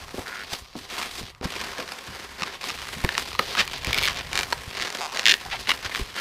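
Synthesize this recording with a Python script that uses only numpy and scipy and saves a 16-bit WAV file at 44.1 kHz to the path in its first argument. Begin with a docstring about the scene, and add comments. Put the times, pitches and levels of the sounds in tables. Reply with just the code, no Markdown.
"""A small room, close up: two hands fold and twist an inflated latex modelling balloon.
Fingers rub and crackle over the skin with a low handling rumble, and now and then bump the air-filled tube.
Latex sticks and slips on latex: each slip snaps the taut skin and rings round the tube,
and quick runs of slips creak and squeak. The walls add a short tail over faint still air."""
import sys
import numpy as np
from scipy import signal
from scipy.fft import rfft, irfft, next_fast_len
from scipy.io import wavfile
from scipy.ndimage import map_coordinates

SR = 44100
rng = np.random.default_rng(int(sys.argv[2]) if len(sys.argv) > 2 else 0)


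def transcribe(u):
    """Save the signal u as a 16-bit wav file named by the first command-line argument.

    u: samples, shape (n,) or (channels, n), limited to [-1, 1]; the rate is SR.
    q: integer samples, one column per channel.
    """
    v = np.clip(np.atleast_2d(u).T, -1, 1)
    q = np.round(v * 32767).astype(np.int16)
    wavfile.write(sys.argv[1], SR, q)


N = 273665
SLIP_SAMPLES = 2048


def amp(db):
    """Decibels to gain."""
    return 10 ** (np.asarray(db) / 20)


def unit(x):
    """Scale to rms 1."""
    return x / np.sqrt(np.mean(x ** 2) + 1e-20)


def over_time(points):
    """(time_s, value) points, read at every sample."""
    return np.interp(np.arange(N) / SR, *np.transpose(points))


def over_freq(points, hz):
    """(freq_hz, value) points, read on a log axis."""
    freqs_hz, values = np.transpose(points)
    return np.interp(np.log(hz + 1), np.log(freqs_hz), values)


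def minimum_phase(gain):
    """Causal response with this magnitude."""
    cepstrum = irfft(np.log(np.maximum(gain, 1e-6)))
    half = len(cepstrum) // 2
    return np.exp(rfft(cepstrum * np.r_[1, np.full(half - 1, 2), 1, np.zeros(half - 1)]))


def coloured(x, spectrum):
    """x through a causal filter of (freq_hz, gain_db) points, rms 1."""
    gain = amp(over_freq(spectrum, np.fft.rfftfreq(8192, 1 / SR)))
    return unit(signal.fftconvolve(x, irfft(minimum_phase(gain)))[:N])


def add(track, start_s, sound):
    """Mix a sound into the track."""
    part = track[..., max(round(start_s * SR), 0):][..., :sound.shape[-1]]
    part += sound[..., :part.shape[-1]]


def friction(slips_per_s, spread_db):
    """Tiny slips of unequal size at random times, rms 1."""
    sizes = amp(spread_db * np.minimum(rng.exponential(size=N), 4))
    signs = rng.choice([-1, 1], N)
    return unit(sizes * signs * (rng.random(N) < slips_per_s / SR))


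def surges(fade_s=0.0028, depth=0.52):
    """Gain of a finger that catches and lets go: each release starts at once and dies away."""
    releases = friction(slips_per_s=110, spread_db=2.5) ** 2
    power = signal.lfilter([1], [1, -np.exp(-1 / (fade_s * SR))], releases)
    return np.sqrt(1 - depth + depth * power / power.mean())


# Slow creep of the hands: time_s, level_db
HAND_CREEP = [(0, -43.5), (1, -45), (3, -40.5), (4.5, -41), (6.2, -41)]
# Hands letting go: start_s, end_s, creep_drop_db
HAND_PAUSES = [(0.594, 0.765, 6.5), (1.306, 1.43, 14), (2.57, 2.61, 10), (3.35, 3.395, 5)]
# Finger strokes: start_s, end_s, level_db, relative_hiss_db, patch_hz
FINGER_STROKES = [(0, 0.033, -35, -11.5, 790), (0.13, 0.263, -37, -8, 700), (0.26, 0.435, -39, -11, 1410),
                  (0.501, 0.571, -34.5, -6, 4600), (0.584, 0.616, -41.5, 0, 4650),
                  (.76, 0.85, -61, 9.5, 4320), (0.897, 1.107, -32, -8.5, 1270),
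                  (1.1, 1.227, -39.5, -3, 4350), (1.43, 1.471, -30, -13, 696),
                  (1.483, 1.532, -38.5, -7, 2860), (1.52, 1.75, -34, -11.5, 1360),
                  (1.759, 1.852, -33, -14, 1500), (1.852, 2.012, -38, -11.5, 1200),
                  (2.023, 2.254, -39.5, -11, 1520), (2.378, 2.583, -37, -17, 1430),
                  (2.64, 2.722, -32.5, -8, 3360), (2.715, 3.09, -40.5, -5, 2460),
                  (3.077, 3.196, -37.5, -13, 1930), (3.175, 3.235, -31.5, -5, 3200),
                  (3.27, 3.325, -52, 4, 3600), (3.39, 3.495, -34.5, -11, 3250),
                  (3.492, 3.573, -32.5, -10.5, 3400), (3.576, 3.637, -23.5, -16, 2300),
                  (3.73, 3.785, -32, -16, 3100), (3.853, 4.134, -29.5, -17, 1800),
                  (4.151, 4.223, -31, -18, 2420), (4.319, 4.453, -30, -14, 1000),
                  (4.48, 4.587, -38.5, -7, 860), (4.6, 4.728, -56, 6, 2500), (4.75, 4.899, -33, -15, 2400),
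                  (4.897, 5.07, -35, -13.5, 900), (5.132, 5.256, -33.5, -17, 864),
                  (5.255, 5.365, -30, -12, 3000), (5.425, 5.575, -41.5, -12, 1000),
                  (5.588, 5.625, -33.5, -6, 4700), (5.679, 5.736, -26, -11, 1640),
                  (5.835, 5.889, -31, -15, 2040), (5.916, 6.045, -36.5, -7, 2900),
                  (6.15, 6.227, -33, -9.5, 2150)]


def sliding(attack_s=0.027, release_s=0.014, swell_db=5, let_go_s=0.028, take_hold_s=0.0047):
    """Rub and hiss gains: each stroke sets in, swells and dies away over the creep of the hands."""
    t = np.arange(N) / SR
    creep_db = over_time(HAND_CREEP)
    for start_s, end_s, drop_db in HAND_PAUSES:
        lifted = np.minimum((t - start_s) / let_go_s, (end_s - t) / take_hold_s)
        creep_db -= drop_db * np.clip(lifted, 0, 1)
    rub_power, hiss_power = amp(creep_db) ** 2, amp(creep_db - 10) ** 2
    for start_s, end_s, level_db, hiss_db, _ in FINGER_STROKES:
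        length_s = max(end_s - start_s, attack_s)
        age_s = np.arange(int(length_s * SR) + SR // 4) / SR
        arch = np.sin(np.pi * np.minimum(age_s / length_s, 1)) - 1
        attack = np.minimum(age_s / attack_s, 1)
        release = np.exp(-np.maximum(age_s - length_s, 0) / release_s)
        gain = amp(level_db + swell_db * arch) * attack * release
        add(rub_power, start_s - attack_s / 2, gain ** 2)
        add(hiss_power, start_s - attack_s / 2, (gain * amp(hiss_db)) ** 2)
    return np.sqrt(rub_power), np.sqrt(hiss_power)


def touched_patch(x, boost_db=5, width_octaves=0.8):
    """The skin under the fingers adds a broad resonance that moves from stroke to stroke."""
    start_s, end_s, *_, patch_hz = np.transpose(FINGER_STROKES)
    hz, t, bins = signal.stft(x, SR, nperseg=256)
    centre_hz = np.interp(t, (start_s + end_s) / 2, patch_hz)
    distance = np.log2((hz[:, None] + 1) / centre_hz) / width_octaves
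    boost = amp(boost_db * np.exp(-distance ** 2))
    return unit(signal.istft(bins * boost, SR, nperseg=256)[1][:N])


# Rubbed latex: freq_hz, gain_db
SKIN_SPECTRUM = [(400, -37), (700, 0.5), (1200, 0), (1700, 2.5), (2600, 1.5), (4800, 4), (7000, -10.5),
                 (9500, -48), (15000, -120)]
# Dry fingertips: freq_hz, gain_db
HISS_SPECTRUM = [(3240, -6), (5500, -14.5), (7550, -3.5), (13400, -12), (14700, -11.5), (15500, -29)]
# Hollow tube: freq_hz, gain_db
TUBE_SPECTRUM = [(94, -34), (160, -3.5), (300, -4), (421, 2), (575, -0.5), (669, -1.5), (900, -12),
                 (1170, 4.5), (1980, -120)]


def rubbing(rub_gain, hiss_gain, skin_smooth=0.55, hiss_smooth=0.71):
    """The same tiny slips drive skin, hiss and tube; latex catches in grains, fingertips hiss evenly."""
    grains = friction(slips_per_s=520, spread_db=0.5)
    slide = rng.standard_normal(N)
    flutter = surges()
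    skin_drive, hiss_drive = [flutter * (np.sqrt(1 - smooth) * grains + np.sqrt(smooth) * slide)
                              for smooth in (skin_smooth, hiss_smooth)]
    skin = amp(-1) * touched_patch(coloured(skin_drive, SKIN_SPECTRUM))
    hiss = amp(-1) * coloured(hiss_drive, HISS_SPECTRUM)
    tube = amp(-8) * coloured(skin_drive, TUBE_SPECTRUM)
    return rub_gain * (skin + tube) + hiss_gain * hiss


# Handling strength: time_s, level_db
RUMBLE_LEVELS = [(0.0, -50), (0.38, -60), (1.66, -51.5), (1.97, -65), (2.19, -56), (2.62, -57),
                 (3.0, -48.5), (3.4, -52), (3.9, -44), (4.02, -42), (4.68, -50), (4.99, -61.5), (5.53, -50),
                 (6.2, -58)]
# Handling noise: freq_hz, gain_db
RUMBLE_SPECTRUM = [(12, -41), (20, -3), (70, 3), (167, -3.5), (200, -28), (260, -39), (440, -120)]


def handling_rumble(gain_db=2, lump_db=2, lumps_per_s=17):
    """Handling the balloon makes a low, lumpy rumble."""
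    knots = rng.standard_normal(int(N * lumps_per_s / SR) + 4)
    lumps = map_coordinates(knots, [np.arange(N) * lumps_per_s / SR])
    level_db = over_time(RUMBLE_LEVELS) + gain_db + lump_db * lumps
    return amp(level_db) * coloured(rng.standard_normal(N), RUMBLE_SPECTRUM)


# Room background: freq_hz, gain_db
AIR_SPECTRUM = [(15, -36), (25, 7), (115, -9), (219, -20), (1240, 12.5), (1350, -4), (3010, -18),
                (4150, -9), (15000, -68)]


def still_air(level_db=-60):
    """Faint steady noise of the room."""
    return amp(level_db) * coloured(rng.standard_normal(N), AIR_SPECTRUM)


def slip(noise, note_hz, edge_hz, fizz_db, ring_share, ring_hz):
    """One release of stuck latex. Rows: the snap, and its waves ringing round the tube."""
    t = np.arange(SLIP_SAMPLES) / SR
    hz = np.fft.rfftfreq(SLIP_SAMPLES, 1 / SR) + 1
    ratio = hz / note_hz
    highpass = np.abs(ratio ** 2 / (1 - ratio ** 2 + 1j * ratio / 0.92))
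    skin_power = (highpass ** 6 + amp(-21) ** 2) / np.sqrt(np.maximum(ratio, 1))
    skin_power /= 1 + (hz / edge_hz) ** 8
    fizz_power = amp(fizz_db) ** 2 / (1 + (3000 / hz) ** 2) / (1 + (hz / 13000) ** 4)
    # air loads the skin: low waves arrive late
    delay_s = 0.00043 / (1 + ratio ** 2)
    dispersion = np.exp(-2j * np.pi * np.cumsum(delay_s) * SR / SLIP_SAMPLES)
    response = minimum_phase(np.sqrt(skin_power + fizz_power)) * dispersion
    echoes = noise * amp(-60 * t / 0.0082) * (t > 0.0003)
    scatter = unit(irfft(response * rfft(echoes)))
    # one resonance of the squeezed bubble stands out; a loose grip lets it last
    share = np.clip(ring_share, 0.05, 1)
    fade = amp(-60 * t / (share * 0.036)) * (1 - np.exp(-t / 0.00047))
    tone = unit(np.sin(2 * np.pi * (ring_hz * t + noise[0])) * fade)
    snap = np.sqrt(1 - share) * unit(irfft(response))
    ring = np.sqrt(share) * unit(scatter + amp(-1) * tone)
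    return np.array([snap, ring]) * np.sqrt(0.004 * SR / SLIP_SAMPLES)  # energy of 4 ms at rms 1


# Faint slips, denser as the twists tighten: time_s, slips_per_s
TICK_DENSITY = [(0, 10), (2.2, 12), (2.6, 25.2), (4.9, 28), (6.2, 13.2)]


def ticks(rub_gain, above_rub_db=2, spread_db=2.5, pitch_spread=0.337):
    """Faint slips fall at random, their strength following the rubbing."""
    track = np.zeros((2, N))
    for i in np.flatnonzero(rng.random(N) < over_time(TICK_DENSITY) / SR):
        noise = rng.standard_normal(SLIP_SAMPLES)
        note_hz, ring_hz = np.exp(pitch_spread * noise[-2:]) * [850, 2200]
        gain = rub_gain[i] * amp(above_rub_db + spread_db * np.tanh(noise[-3]))
        tick = slip(noise, note_hz, edge_hz=5600, fizz_db=-22, ring_share=0.38, ring_hz=ring_hz)
        add(track, i / SR, gain * tick)
    return track


# Soft knocks on the tube: start_s, peak_db, pitch_hz, decay_s
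TUBE_BUMPS = [(.143, -23, 372, 0.027), (.182, -20, 420, 0.061), (.19, -28, 110, 0.071),
              (.525, -30.5, 110, 0.044), (.622, -37, 64.6, 0.093), (0.754, -23.5, 435, 0.026),
              (.762, -31.5, 241, 0.14), (1.212, -29, 170, 0.025), (1.233, -31.5, 90, .058),
              (1.4121, -23.5, 270, 0.038), (1.429, -22, 760, 0.018), (1.438, -28, 70, 0.039),
              (1.454, -17, 193, 0.033), (1.789, -24, 508, .14), (2.079, -34, 108, 0.16),
              (2.419, -28, 189, 0.1), (2.96, -30, 170, .1), (3.041, -13.5, 90, 0.025),
              (3.046, -15.5, 340, 0.043), (3.049, -26, 55, 0.058), (3.392, -18, 510, 0.051),
              (3.873, -22, 102, 0.088), (4.525, -23, 720, 0.019), (4.677, -28, 109, .051),
              (5.859, -32, 109, 0.066), (5.996, -20, 323, 0.012), (6.012, -20, 42, 0.042)]


def bumps(rise_s=0.00035, flutter_db=-6, swing_damping=1.46, flutter_damping=0.59):
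    """A finger pushes the tube: a low swing that dies away quickly and a hollow flutter around the same pitch
    that lingers longer."""
    track, t = np.zeros(N), np.arange(SR // 4) / SR
    hz = np.fft.rfftfreq(len(t), 1 / SR)
    for start_s, peak_db, pitch_hz, decay_s in TUBE_BUMPS:
        ratio = hz / pitch_hz
        band = rfft(rng.standard_normal(len(t))) * ratio / (1 + ratio ** 3)
        fall_db = -60 * t / decay_s
        flutter = unit(irfft(band, len(t))) * amp(flutter_db + flutter_damping * fall_db)
        swing = np.sin(2 * np.pi * pitch_hz * t) * amp(swing_damping * fall_db)
        knock = (swing + flutter) * (1 - np.exp(-t / rise_s))
        add(track, start_s, amp(peak_db) * knock / np.abs(knock).max())
    return track


# Quick runs of slips: start_s, end_s, slips_per_s, level_db, note_hz, edge_hz, ring_share
CREAK_RUNS = [(0.261, 0.428, 105, -36, 1240, 1850, 0.46), (1.224, 1.304, 57, -43, 2750, 4700, .05),
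              (2.777, 2.857, 99, -38, 900, 6100, 0.06), (3.5725, 3.589, 390, -24.5, 1140, 4630, 0.33),
              (3.589, 3.616, 550, -24, 1430, 4900, 0.04), (4.79, 4.91, 110, -33.5, 740, 6640, 0.25),
              (4.9034, 4.982, 54, -30.5, 630, 6800, 0.1), (5.009, 5.07, 167, -29.5, 656, 6600, 0.44),
              (5.091, 5.146, 132, -37.5, 780, 6160, 0.44), (5.151, 5.25, 110, -33, 700, 6200, .3),
              (5.456, 5.465, 350, -35.5, 710, 1050, 1), (5.512, 5.537, 760, -35, 1520, 4440, 0),
              (5.528, 5.554, 710, -37, 626, 4000, 0.17), (5.554, 5.57, 860, -40, 1390, 3600, 0.5),
              (5.849, 5.87, 235, -30, 1200, 5200, 0.1), (5.912, 5.921, 390, -33, 1520, 2340, 1),
              (6.176, 6.196, 290, -32.5, 1170, 4330, 0.3)]


def creaks(spread_db=1.5, fizz_db=-33, jitter=0.16):
    """Under steady pull the latex catches and lets go over and over; the fastest runs squeak."""
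    track = np.zeros((2, N))
    for start_s, end_s, slips_per_s, level_db, note_hz, edge_hz, ring_share in CREAK_RUNS:
        waits, sizes = rng.standard_normal((2, 48))
        # one contact spot: all slips of a run ring alike
        noise = rng.standard_normal(SLIP_SAMPLES)
        snap = slip(noise, note_hz, edge_hz, fizz_db, ring_share, ring_hz=1.2 * note_hz)
        time_s = start_s
        for wait, size in zip(waits, sizes):
            if time_s < end_s:
                add(track, time_s, amp(level_db + spread_db * size) * snap)
            time_s += np.exp(jitter * wait) / slips_per_s
    return track


# Hold of each twist on the bubble: start_s, note_hz, edge_hz, fizz_db, ring_share, ring_hz
TWIST_GRIPS = [(0, 850, 5500, -27, .5, 1200), (3.0, 625, 4170, -18, 0.5, 1750),
               (3.07, 960, 4180, -23, 0.6, 1760), (3.17, 1100, 6260, -44, 0.23, 980),
               (3.25, 834, 4360, -22.5, 0.66, 1240), (3.65, 900, 6760, -11, 0.43, 2350),
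               (3.9, 2150, 4300, -15.5, 0.55, 2250), (4.074, 970, 5540, -40, 0.32, 2320),
               (4.12, 930, 6850, -19, .45, 2350), (4.5, 730, 4400, -22, 0.57, 980),
               (4.7, 1270, 5500, -29, 0.26, 2420), (5.25, 1740, 5100, -26, 0.32, 1840),
               (5.6, 1070, 4320, -28, 0.6, 2850), (5.9, 1200, 4630, -23, .35, 2300)]
# Loud single slips: start_s, level_db
NECK_SLIPS = [(1.015, -27.5), (1.349, -44.5), (1.412, -40.5), (1.6752, -39), (2.4216, -23.5),
              (2.432, -22.5), (2.4347, -21.5), (2.641, -28.5), (2.697, -27.5), (2.7027, -26),
              (3.0401, -28.5), (3.0481, -18), (3.0905, -19), (3.152, -24), (3.1797, -16), (3.317, -34.5),
              (3.351, -26), (3.3911, -19.5), (3.3938, -12.5), (3.5515, -23.5), (3.6776, -25), (3.7334, -30),
              (3.781, -34), (3.8472, -24), (3.87, -25), (3.9123, -34), (3.9305, -17.5), (3.945, -18.5),
              (3.954, -34), (3.9704, -32), (3.978, -21.5), (3.9849, -18.5), (3.9916, -23), (4.012, -28),
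              (4.027, -22), (4.0344, -18.5), (4.04, -21), (4.0477, -23), (4.0547, -20), (4.0631, -22.5),
              (4.07, -24), (4.0766, -19), (4.08, -23), (4.0843, -19), (4.1453, -32), (4.162, -33),
              (4.192, -29), (4.3309, -23), (4.355, -19.5), (4.3758, -17.5), (4.3906, -17.5), (4.4005, -25),
              (4.41, -26), (4.4322, -21.5), (4.5249, -19), (4.5286, -17.5), (4.7714, -30.5), (4.8136, -26),
              (4.8232, -22), (5.1723, -22.5), (5.1947, -18.5), (5.2564, -11), (5.265, -11), (5.2736, -12.5),
              (5.2829, -10.5), (5.2854, -16), (5.292, -18), (5.2948, -11), (5.2987, -15), (5.3012, -14.5),
              (5.3048, -18), (5.3111, -14), (5.3136, -17), (5.3162, -15), (5.3211, -14), (5.3401, -14),
              (5.6727, -26), (5.6934, -18), (5.697, -21.5), (5.7047, -19), (5.7065, -20), (5.7094, -23),
              (5.7165, -14.5), (5.949, -23.5), (5.9585, -23)]


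def neck_snaps(spread_db=0.5, note_spread=0.041, alike=0.766):
    """Twisted necks let go in single snaps; those of one grip share a spot and ring much alike."""
    track, grips = np.zeros((2, N)), np.array(TWIST_GRIPS)
    spot_noises = rng.standard_normal((len(grips), SLIP_SAMPLES))
    slip_noises = rng.standard_normal((len(NECK_SLIPS), SLIP_SAMPLES))
    for (start_s, level_db), own_noise in zip(NECK_SLIPS, slip_noises):
        grip = max(np.searchsorted(grips[:, 0], start_s) - 1, 0)
        _, note_hz, *timbre = grips[grip]
        noise = np.sqrt(alike) * spot_noises[grip] + np.sqrt(1 - alike) * own_noise
        snap = slip(noise, note_hz * np.exp(note_spread * own_noise[-1]), *timbre)
        add(track, start_s, amp(level_db + spread_db * own_noise[-2]) * snap)
    return track


# Wall reverberation: freq_hz, t60_s
ROOM_DECAY = [(100, 0.054), (600, 0.22), (2500, 0.12), (6000, 0.036), (15000, 0.37)]


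def room(x, gap_s=0.0037):
    """The walls answer with a short, diffuse tail."""
    hz, t, bins = signal.stft(rng.standard_normal(SR // 2), SR, nperseg=256)
    decay = amp(-60 * t / over_freq(ROOM_DECAY, hz)[:, None])
    tail = signal.istft(bins * decay, SR, nperseg=256)[1]
    tail *= np.arange(len(tail)) / SR > gap_s
    return signal.fftconvolve(x, tail / np.linalg.norm(tail))[:N]


def scene(room_db=-10):
    """Snaps beam straight at the microphone; the ringing tube and the hands also fill the room."""
    rub_gain, hiss_gain = sliding()
    hands = rubbing(rub_gain, hiss_gain) + handling_rumble() + bumps()
    air = still_air()
    snaps, rings = neck_snaps() + creaks() + ticks(rub_gain)
    body = rings + hands
    return (snaps + body + amp(room_db) * room(body) + air)[None]


def record(dry, ceiling=1.05, top_hz=15500):
    """Soft limiter on the hardest snaps, then a steep low-pass."""
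    limited = dry[0] / (1 + np.abs(dry[0] / ceiling) ** 6) ** (1 / 6)
    size = next_fast_len(N + SR // 2)
    lowpass = 1 / np.sqrt(1 + (np.fft.rfftfreq(size, 1 / SR) / top_hz) ** 220)
    return irfft(rfft(limited, size) * lowpass, size)[None, :N]


dry = scene()
out = record(dry)
transcribe(out)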